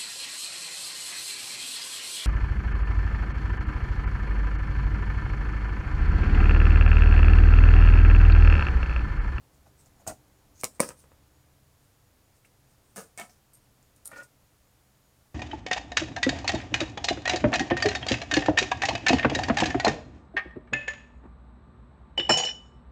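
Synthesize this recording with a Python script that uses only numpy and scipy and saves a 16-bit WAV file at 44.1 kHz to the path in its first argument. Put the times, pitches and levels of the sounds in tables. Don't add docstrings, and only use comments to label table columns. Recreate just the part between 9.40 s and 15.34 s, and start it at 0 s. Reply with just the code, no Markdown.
import sys
import numpy as np
from scipy import signal
from scipy.fft import rfft, irfft
from scipy.io import wavfile
from scipy.ndimage import uniform_filter1d

SR = 44100
rng = np.random.default_rng(int(sys.argv[2]) if len(sys.argv) > 2 else 0)


def materialize(psi):
    bounded = np.clip(np.atleast_2d(psi).T, -1, 1)
    quanta = np.round(bounded * 32767).astype(np.int16)
    wavfile.write(sys.argv[1], SR, quanta)


def volts_from_decibels(level):
    exponent = np.asarray(level, float) / 20
    return 10 ** exponent


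N = 262130

# (time [s], peak [dB], centre [Hz], rattle relative to the peak [dB])
CLIP_SNAPS = [
    (0.666, -41.5, 8300, -9),
    (0.6744, -23.5, 6600, -17),
    (0.6778, -23, 8100, -18),
    (0.6831, -25.5, 8000, -18),
]
LID_SNAPS = [
    (1.2126, -29.5, 8510, -21.5),
    (1.2354, -17.3, 10920, -22),
    (1.2431, -12.6, 7600, -28),
    (1.2509, -15.8, 8200, -27),
    (1.3967, -28.1, 7430, -20.5),
    (1.4027, -8, 9710, -23),
    (1.4052, -7.5, 8940, -23.5),
    (1.4902, -20.5, 8610, -24),
    (1.2436, -23, 4300, -19),
    (1.4036, -18, 4700, -24),
]
TONG_SNAPS = [
    (3.5608, -29, 9500, -13),
    (3.58, -28.7, 8240, -17),
    (3.7763, -26.5, 8100, -19),
    (3.7985, -24, 8000, -23),
    (3.8966, -46, 5500, -14),
]
FAINT_SNAPS = [(0.2636, -58.7, 5880, -9), (0.4602, -49.5, 6780, -13), (0.5646, -62.0, 7320, -20),
               (1.591, -45.2, 9800, -11), (3.0495, -57.8, 8660, -4.5), (4.428, -50.3, 7500, -19),
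               (4.5627, -43.5, 9600, -20), (4.829, -47.5, 8400, -5)]
# (crack fade by 60 dB [s], rattle fade by 60 dB [s])
CLIP_EDGE = (.022, .14)
LID_EDGE = (.007, .08)
TONG_EDGE = (.0045, .23)
FAINT_EDGE = (.006, .12)

# (time [s], peak [dB], rattle relative to the peak [dB], rattle held [s])
CLIP_BLOWS = [
    (0.261, -55.5, 1.5, 0.004),
    (0.468, -61, -10, 0.009),
    (0.598, -58, -6, 0.03),
    (.6652, -41, 2.5, .046),
    (0.72, -35, -18, 0.008),
]
RIM_BLOWS = [
    (1.2348, -21.5, -24, .004),
    (1.2428, -29, -16, .004),
    (1.2506, -29.5, -15, .004),
]
SLAM = [
    (1.3962, -26, -14, .002),
    (1.4024, -10, -40, .001),
]
LID_BLOWS = [
    (1.411, -34, -2, .024),
    (1.64, -50.5, -13, 0.005),
    (1.717, -49.5, -15, 0.005),
    (2.039, -64, -15, 0.005),
]
LID_SHAKE = [
    (1.4893, -33, -15, .003),
    (1.5055, -37, -13, .006),
]
# (time [s], peak [dB], rattle [dB], held [s])
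TONG_LIFT = [
    (3.5608, -39, -6.5, .014),
    (3.5797, -33, -9, .008),
]
TONG_DROP = [
    (3.776, -39, -7, 0.012),
    (3.788, -42, -1, .008),
    (3.7975, -34, -10, 0.022),
    (3.896, -52, -19, 0.004),
]
TIP_TICKS = [
    (4.134, -50, -10, .006),
    (4.147, -47, -9, .006),
    (4.17, -59, -6, .003),
]
STEEL_TICKS = [
    (4.651, -45, -18, .003),
    (4.6558, -27, -13, .003),
    (4.6665, -30, -16, .003),
    (4.6742, -31.5, -7.5, .003),
]
DISH_SLIPS = [
    (4.7155, -50, 0, .012),
    (4.73, -42.5, 0, .008),
    (4.759, -49, 0, .012),
    (4.772, -44.5, 0, .036),
]
DISH_TOUCH = [
    (4.655, -63, 0, .055),
    (4.7145, -46, -5, .01),
    (4.727, -46, -6, .005),
    (4.764, -47, -8, .006),
    (4.781, -46, -9, .004),
    (4.807, -45, -9, .02),
]
TABLE_TICK = [
    (3.047, -54, -5, 0.0039),
]

# (frequency [Hz], width [Hz], level [dB])
CLIP_BODY = [(81, 38, -5), (200, 60, -10), (300, 60, -11), (630, 75, 0), (790, 80, -7), (1120, 130, -14),
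             (1430, 60, -14), (1960, 80, -20), (2510, 130, -20)]
RIM_BODY = [(118, 60, -4), (250, 80, 0), (480, 30, 3.5), (600, 90, 3), (1130, 120, -6), (1400, 80, -6),
            (2160, 130, -1), (2360, 74, -4), (4200, 400, -6)]
SLAM_BODY = [(231, 120, -5), (545, 90, 0), (980, 150, -12), (1250, 150, -13), (1850, 150, -13),
             (2280, 170, -8)]
LID_BODY = [(118, 15, -10), (205, 67, -3.5), (511, 42, 2), (1032, 52, -3), (1230, 49, -6), (1680, 47, -18),
            (1830, 12, -20.5), (1980, 110, -16.5), (2216, 140, -11.5)]
LIFT_BODY = [(202, 23, 7), (449, 44, 7.5), (724, 63, -1.5), (1290, 50, 4.5), (1464, 12, 6), (1760, 60, 1),
             (1960, 40, -14), (2230, 99, -12), (2380, 41, -8), (2830, 24, -28)]
DROP_BODY = [(228, 15, 0), (728, 29, 4), (1000, 17, -2.5), (1315, 14, 0), (1790, 20, -2), (1890, 27, -20),
             (2197, 23, 2.5), (2600, 31, -30.5), (3020, 33, -24)]
TIP_BODY = [(7700, 90, -8), (8500, 110, 0), (9150, 110, -2), (11500, 50, 0), (13000, 100, -14)]
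STEEL_BODY = [(6000, 80, -29), (7070, 54, 2), (8040, 55, -2), (8700, 88, 7.5), (9540, 79, 10.5),
              (10670, 150, 2), (11630, 52, 6.5), (12500, 45, -1), (14100, 42, -17)]
DISH_BODY = [(300, 50, -19), (450, 50, -13), (576, 50, -7), (964, 36, -11), (1220, 22, -8), (1440, 24, 3),
             (1820, 45, -7), (2350, 41, -14), (2620, 40, -21)]
TICK_BODY = [(2120, 60, 0), (2350, 70, -1), (2650, 80, -4)]
# (weak modes [dB], widening by the hand [times], contact [s], rattle fade by 60 dB [s])
CLIP_GRIP = (-26, 1.6, .0008, .07)
RIM_GRIP = (-8, 1.8, .0003, .11)
SLAM_GRIP = (-16, 1.01, .0004, .04)
LID_GRIP = (-12, 2.2, .00035, .16)
SHAKE_GRIP = (-8, 2.2, .00012, .12)
LIFT_GRIP = (-8, 2.4, .0002, .21)
DROP_GRIP = (-12, 2.1, .00018, .2)
TIP_GRIP = (-20, 2.0, 4e-5, .09)
STEEL_GRIP = (-14, 3.0, 4e-5, .048)
DISH_GRIP = (-27, .8, .0003, .14)
TOUCH_GRIP = (-8, 2.6, .0005, .06)
TICK_GRIP = (-12, 2.2, .00029, .089)

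# (loudest moment [s], rise [s], fall [s], peak [dB], centre
# [Hz])
RUBS = [(.144, .04, .08, -73, 7900), (.406, .036, .04, -61.5, 8100), (.466, .025, .025, -64, 7350),
        (.61, .022, .022, -66, 7100), (1.195, .06, .025, -58, 6500), (1.214, .02, .004, -49, 6600),
        (1.35, .02, .04, -61, 8450), (1.413, .003, .09, -41, 8600), (1.503, .005, .05, -57, 7900),
        (1.585, .04, .01, -63, 8900), (1.622, .02, .04, -64, 8300), (2.446, .066, .054, -72, 7900),
        (2.968, .04, .03, -69, 8050), (3.314, .05, .04, -71, 8400), (3.5, .1, .06, -71, 8600),
        (3.556, .016, .003, -64, 8900), (4.143, .012, .003, -62, 8850), (4.234, .025, .025, -73, 8400),
        (4.654, .005, .002, -49, 9100), (4.716, .01, .03, -59, 8200), (4.775, .018, .06, -57, 7100),
        (4.77, .11, .09, -61, 4250), (1.414, .004, .12, -48, 5200)]
# (frequency [Hz], level [dB])
BRIGHT = [(1470, -21.5), (2500, -10), (3240, -16), (5130, -5.5), (6710, -4), (7490, -7.5), (8910, -3.5),
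          (11100, -11.5), (15200, -9), (16100, -20.5), (16500, -35)]
# (frequency [Hz], level [dB])
TREBLE_LIMIT = [(16700, 0), (16950, -60)]
# (frequency [Hz], fade by 60 dB [s])
ROOM = [(150, .25), (600, .2), (1400, .14), (2500, .11), (5000, .17), (9000, .2), (15000, .18)]
# (frequency [Hz], level [dB per Hz])
HISS = [(12, -40), (20, -4.5), (37, -8.5), (58, -2.5), (108, -5), (135, -2), (156, -13.5), (195, -9.5),
        (244, -14), (289, -10.5), (323, -15), (652, -15.5), (2660, -23.5), (15200, -26), (16500, -38.5)]
# (time [s], lift [dB])
RUMBLE = [(0, 5.5), (1.5, 6), (2.3, 1.5), (3.4, 2.9), (4.2, 2.9), (5.94, 1.5)]
# (start [s], end [s], first pitch [Hz], last pitch [Hz], level [dB])
ENGINE = [(0, 2.4, 71, 75, -71), (0, .55, 140, 140, -70), (0, 2.3, 293, 305, -78),
          (1.4, 3.6, 140, 129, -73), (1.85, 3.1, 103, 99, -73), (4.3, 5.94, 126, 123, -75)]


def evened(x):
    return x / np.sqrt(np.mean(x ** 2) + 1e-20)


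def peaked(x):
    return x / (np.max(abs(x)) + 1e-20)


def read(points, hz):
    f, value = np.transpose(points)
    return np.interp(np.log(hz + 1), np.log(f + 1), value)


def add(mix, s, sound):
    part = mix[round(s * SR):][:len(sound)]
    part += sound[:len(part)]


def coloured(x, points):
    hz = np.fft.rfftfreq(len(x), 1 / SR)
    return irfft(rfft(x) * volts_from_decibels(read(points, hz)), len(x))


def resonate(x, hz, width):
    turn = np.exp(2j * np.pi * np.cumsum(hz * np.ones(len(x))) / SR)
    r = np.exp(-np.pi * width / SR)
    smooth = signal.lfilter([1 - r], [1, -r], x / turn)
    return 2 * (turn * smooth).real


def lumpy(count, lump_s, depth_db):
    white, slow = rng.standard_normal((2, count))
    lumps = evened(uniform_filter1d(slow, max(round(lump_s * SR), 1)))
    return evened(white * volts_from_decibels(depth_db * lumps))


def snap(peak_db, hz, crack, rattle_db, rattle):
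    t = np.arange(2 ** 14) / SR
    fresh = rng.standard_normal(len(t))
    fresh[6] += 6.0
    first = coloured(fresh, BRIGHT) * volts_from_decibels(-60 * t / crack)
    first = peaked(first + 6.6 * resonate(first, hz, width=940))
    chatter = coloured(lumpy(len(t), lump_s=0.00128, depth_db=2.5), BRIGHT)
    chatter = evened(chatter + 1.5 * resonate(chatter, hz, width=1880))
    swell = volts_from_decibels(rattle_db - 60 * t / rattle) * np.minimum(t / 0.0043, 1)
    return volts_from_decibels(peak_db) * (first + chatter * swell)


def ring(force, body, fill_db, damping):
    hz = np.fft.rfftfreq(len(force), 1 / SR)
    edges = [.6 * body[0][0], min(1.1 * body[-1][0], 16000)]
    band = signal.butter(4, edges, "band", fs=SR, output="sos")
    gain = volts_from_decibels(fill_db) * signal.sosfreqz(band, hz, fs=SR)[1]
    for k, (mode_hz, width, db) in enumerate(body):
        wide = 1.55 * width * damping
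        stage = 1j * hz * wide / (mode_hz ** 2 - hz ** 2 + 1j * hz * wide)
        gain = gain + (-1) ** k * volts_from_decibels(db) * stage ** 2
    return irfft(rfft(force) * gain, len(force))


def blow(body, fill_db, damping, contact, rattle, peak_db, rattle_db, hold):
    t = np.arange(2 ** 14) / SR
    push = -np.sin(np.pi * np.clip(t / contact, 0, 1))
    hit = peaked(ring(push, body, fill_db, damping))
    chatter = evened(ring(lumpy(len(t), lump_s=.004, depth_db=1.8), body, fill_db, damping))
    after = np.maximum(t - hold, 0) / rattle
    dull = uniform_filter1d(chatter, size=20)
    chatter = dull + (chatter - dull) * volts_from_decibels(-25 * after)
    swell = volts_from_decibels(rattle_db - 60 * after) * np.minimum(t / 0.0013, 1)
    return volts_from_decibels(peak_db) * (hit + chatter * swell)


def rub(rise, fall, peak_db, hz):
    t = np.arange(2 ** 13) / SR
    away = np.maximum(1 - t / rise, (t - rise) / fall)
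    ends = np.clip(np.minimum(t / rise, 1 - away) * 5, 0, 1)
    grit = coloured(lumpy(len(t), lump_s=.004, depth_db=2.2), BRIGHT)
    grit = evened(grit + 2.8 * resonate(grit, hz, width=900))
    return volts_from_decibels(peak_db - 14 * away) * ends * grit


def add_snaps(mix, snaps, edge):
    crack, rattle = edge
    for s, peak_db, hz, rattle_db in snaps:
        add(mix, s - 8 / SR, snap(peak_db, hz, crack, rattle_db, rattle))


def add_blows(mix, blows, body, grip):
    for s, peak_db, rattle_db, hold in blows:
        add(mix, s, blow(body, *grip, peak_db, rattle_db, hold))


def tub_lid(mix):
    add_snaps(mix, CLIP_SNAPS, CLIP_EDGE)
    add_snaps(mix, LID_SNAPS, LID_EDGE)
    add_blows(mix, CLIP_BLOWS, CLIP_BODY, CLIP_GRIP)
    add_blows(mix, RIM_BLOWS, RIM_BODY, RIM_GRIP)
    add_blows(mix, SLAM, SLAM_BODY, SLAM_GRIP)
    add_blows(mix, LID_BLOWS, LID_BODY, LID_GRIP)
    add_blows(mix, LID_SHAKE, LID_BODY, SHAKE_GRIP)


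def tongs_and_dish(mix):
    add_snaps(mix, TONG_SNAPS, TONG_EDGE)
    add_blows(mix, TONG_LIFT, LIFT_BODY, LIFT_GRIP)
    add_blows(mix, TONG_DROP, DROP_BODY, DROP_GRIP)
    add_blows(mix, TIP_TICKS, TIP_BODY, TIP_GRIP)
    add_blows(mix, STEEL_TICKS, STEEL_BODY, STEEL_GRIP)
    add_blows(mix, DISH_SLIPS, DISH_BODY, DISH_GRIP)
    add_blows(mix, DISH_TOUCH, DISH_BODY[:7], TOUCH_GRIP)


def hands_and_table(mix):
    for loudest, rise, fall, peak_db, hz in RUBS:
        add(mix, loudest - rise, rub(rise, fall, peak_db, hz))
    add_snaps(mix, FAINT_SNAPS, FAINT_EDGE)
    add_blows(mix, TABLE_TICK, TICK_BODY, TICK_GRIP)


def room(x):
    taps = np.zeros(SR // 2)
    at = np.arange(300, len(taps) - 20, 20)
    taps[at + rng.integers(0, 20, len(at))] = rng.choice([-1., 1.], len(at))
    hz, t, z = signal.stft(taps, SR, nperseg=256)
    fade = volts_from_decibels(-60 * t / read(ROOM, hz)[:, None])
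    tail = signal.istft(z * fade, SR, nperseg=256)[1]
    return signal.fftconvolve(x, tail / np.linalg.norm(tail))[:N]


def engine():
    t = np.arange(N) / SR
    hum = np.zeros(N)
    for start, end, from_hz, to_hz, db in ENGINE:
        hz = np.interp(t, [start, end], [from_hz, to_hz])
        steady = np.sqrt(2) * np.sin(2 * np.pi * (np.cumsum(hz) / SR + rng.random()))
        waver = resonate(rng.standard_normal(N), hz, width=7.9)
        waver = evened(resonate(waver, hz, width=9.0))
        fade = np.clip(np.minimum(t - start, end - t) / .2 + .5, 0, 1)
        hum += volts_from_decibels(db) * fade * (.8 * steady + .55 * waver)
    return hum


def hiss_and_rumble():
    t = np.arange(N) / SR
    hiss = volts_from_decibels(-65.5) * evened(coloured(rng.standard_normal(N), HISS))
    low = signal.sosfiltfilt(signal.butter(1, 900, fs=SR, output="sos"), hiss)
    return hiss + low * (volts_from_decibels(np.interp(t, *np.transpose(RUMBLE))) - 1)


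def whine():
    return volts_from_decibels(-85) * evened(resonate(rng.standard_normal(N), hz=6830, width=8.0))


def scene():
    near = np.zeros(N)
    tub_lid(near)
    tongs_and_dish(near)
    hands_and_table(near)
    background = engine() + hiss_and_rumble() + whine()
    return (near + volts_from_decibels(-15) * room(near) + background)[None]


def roll_off(x):
    return signal.sosfilt(signal.butter(12, 16960, fs=SR, output="sos"), x)


def record(dry):
    mix = coloured(dry[0], TREBLE_LIMIT)[None]
    return roll_off(mix)


dry = scene()
out = record(dry)
materialize(out)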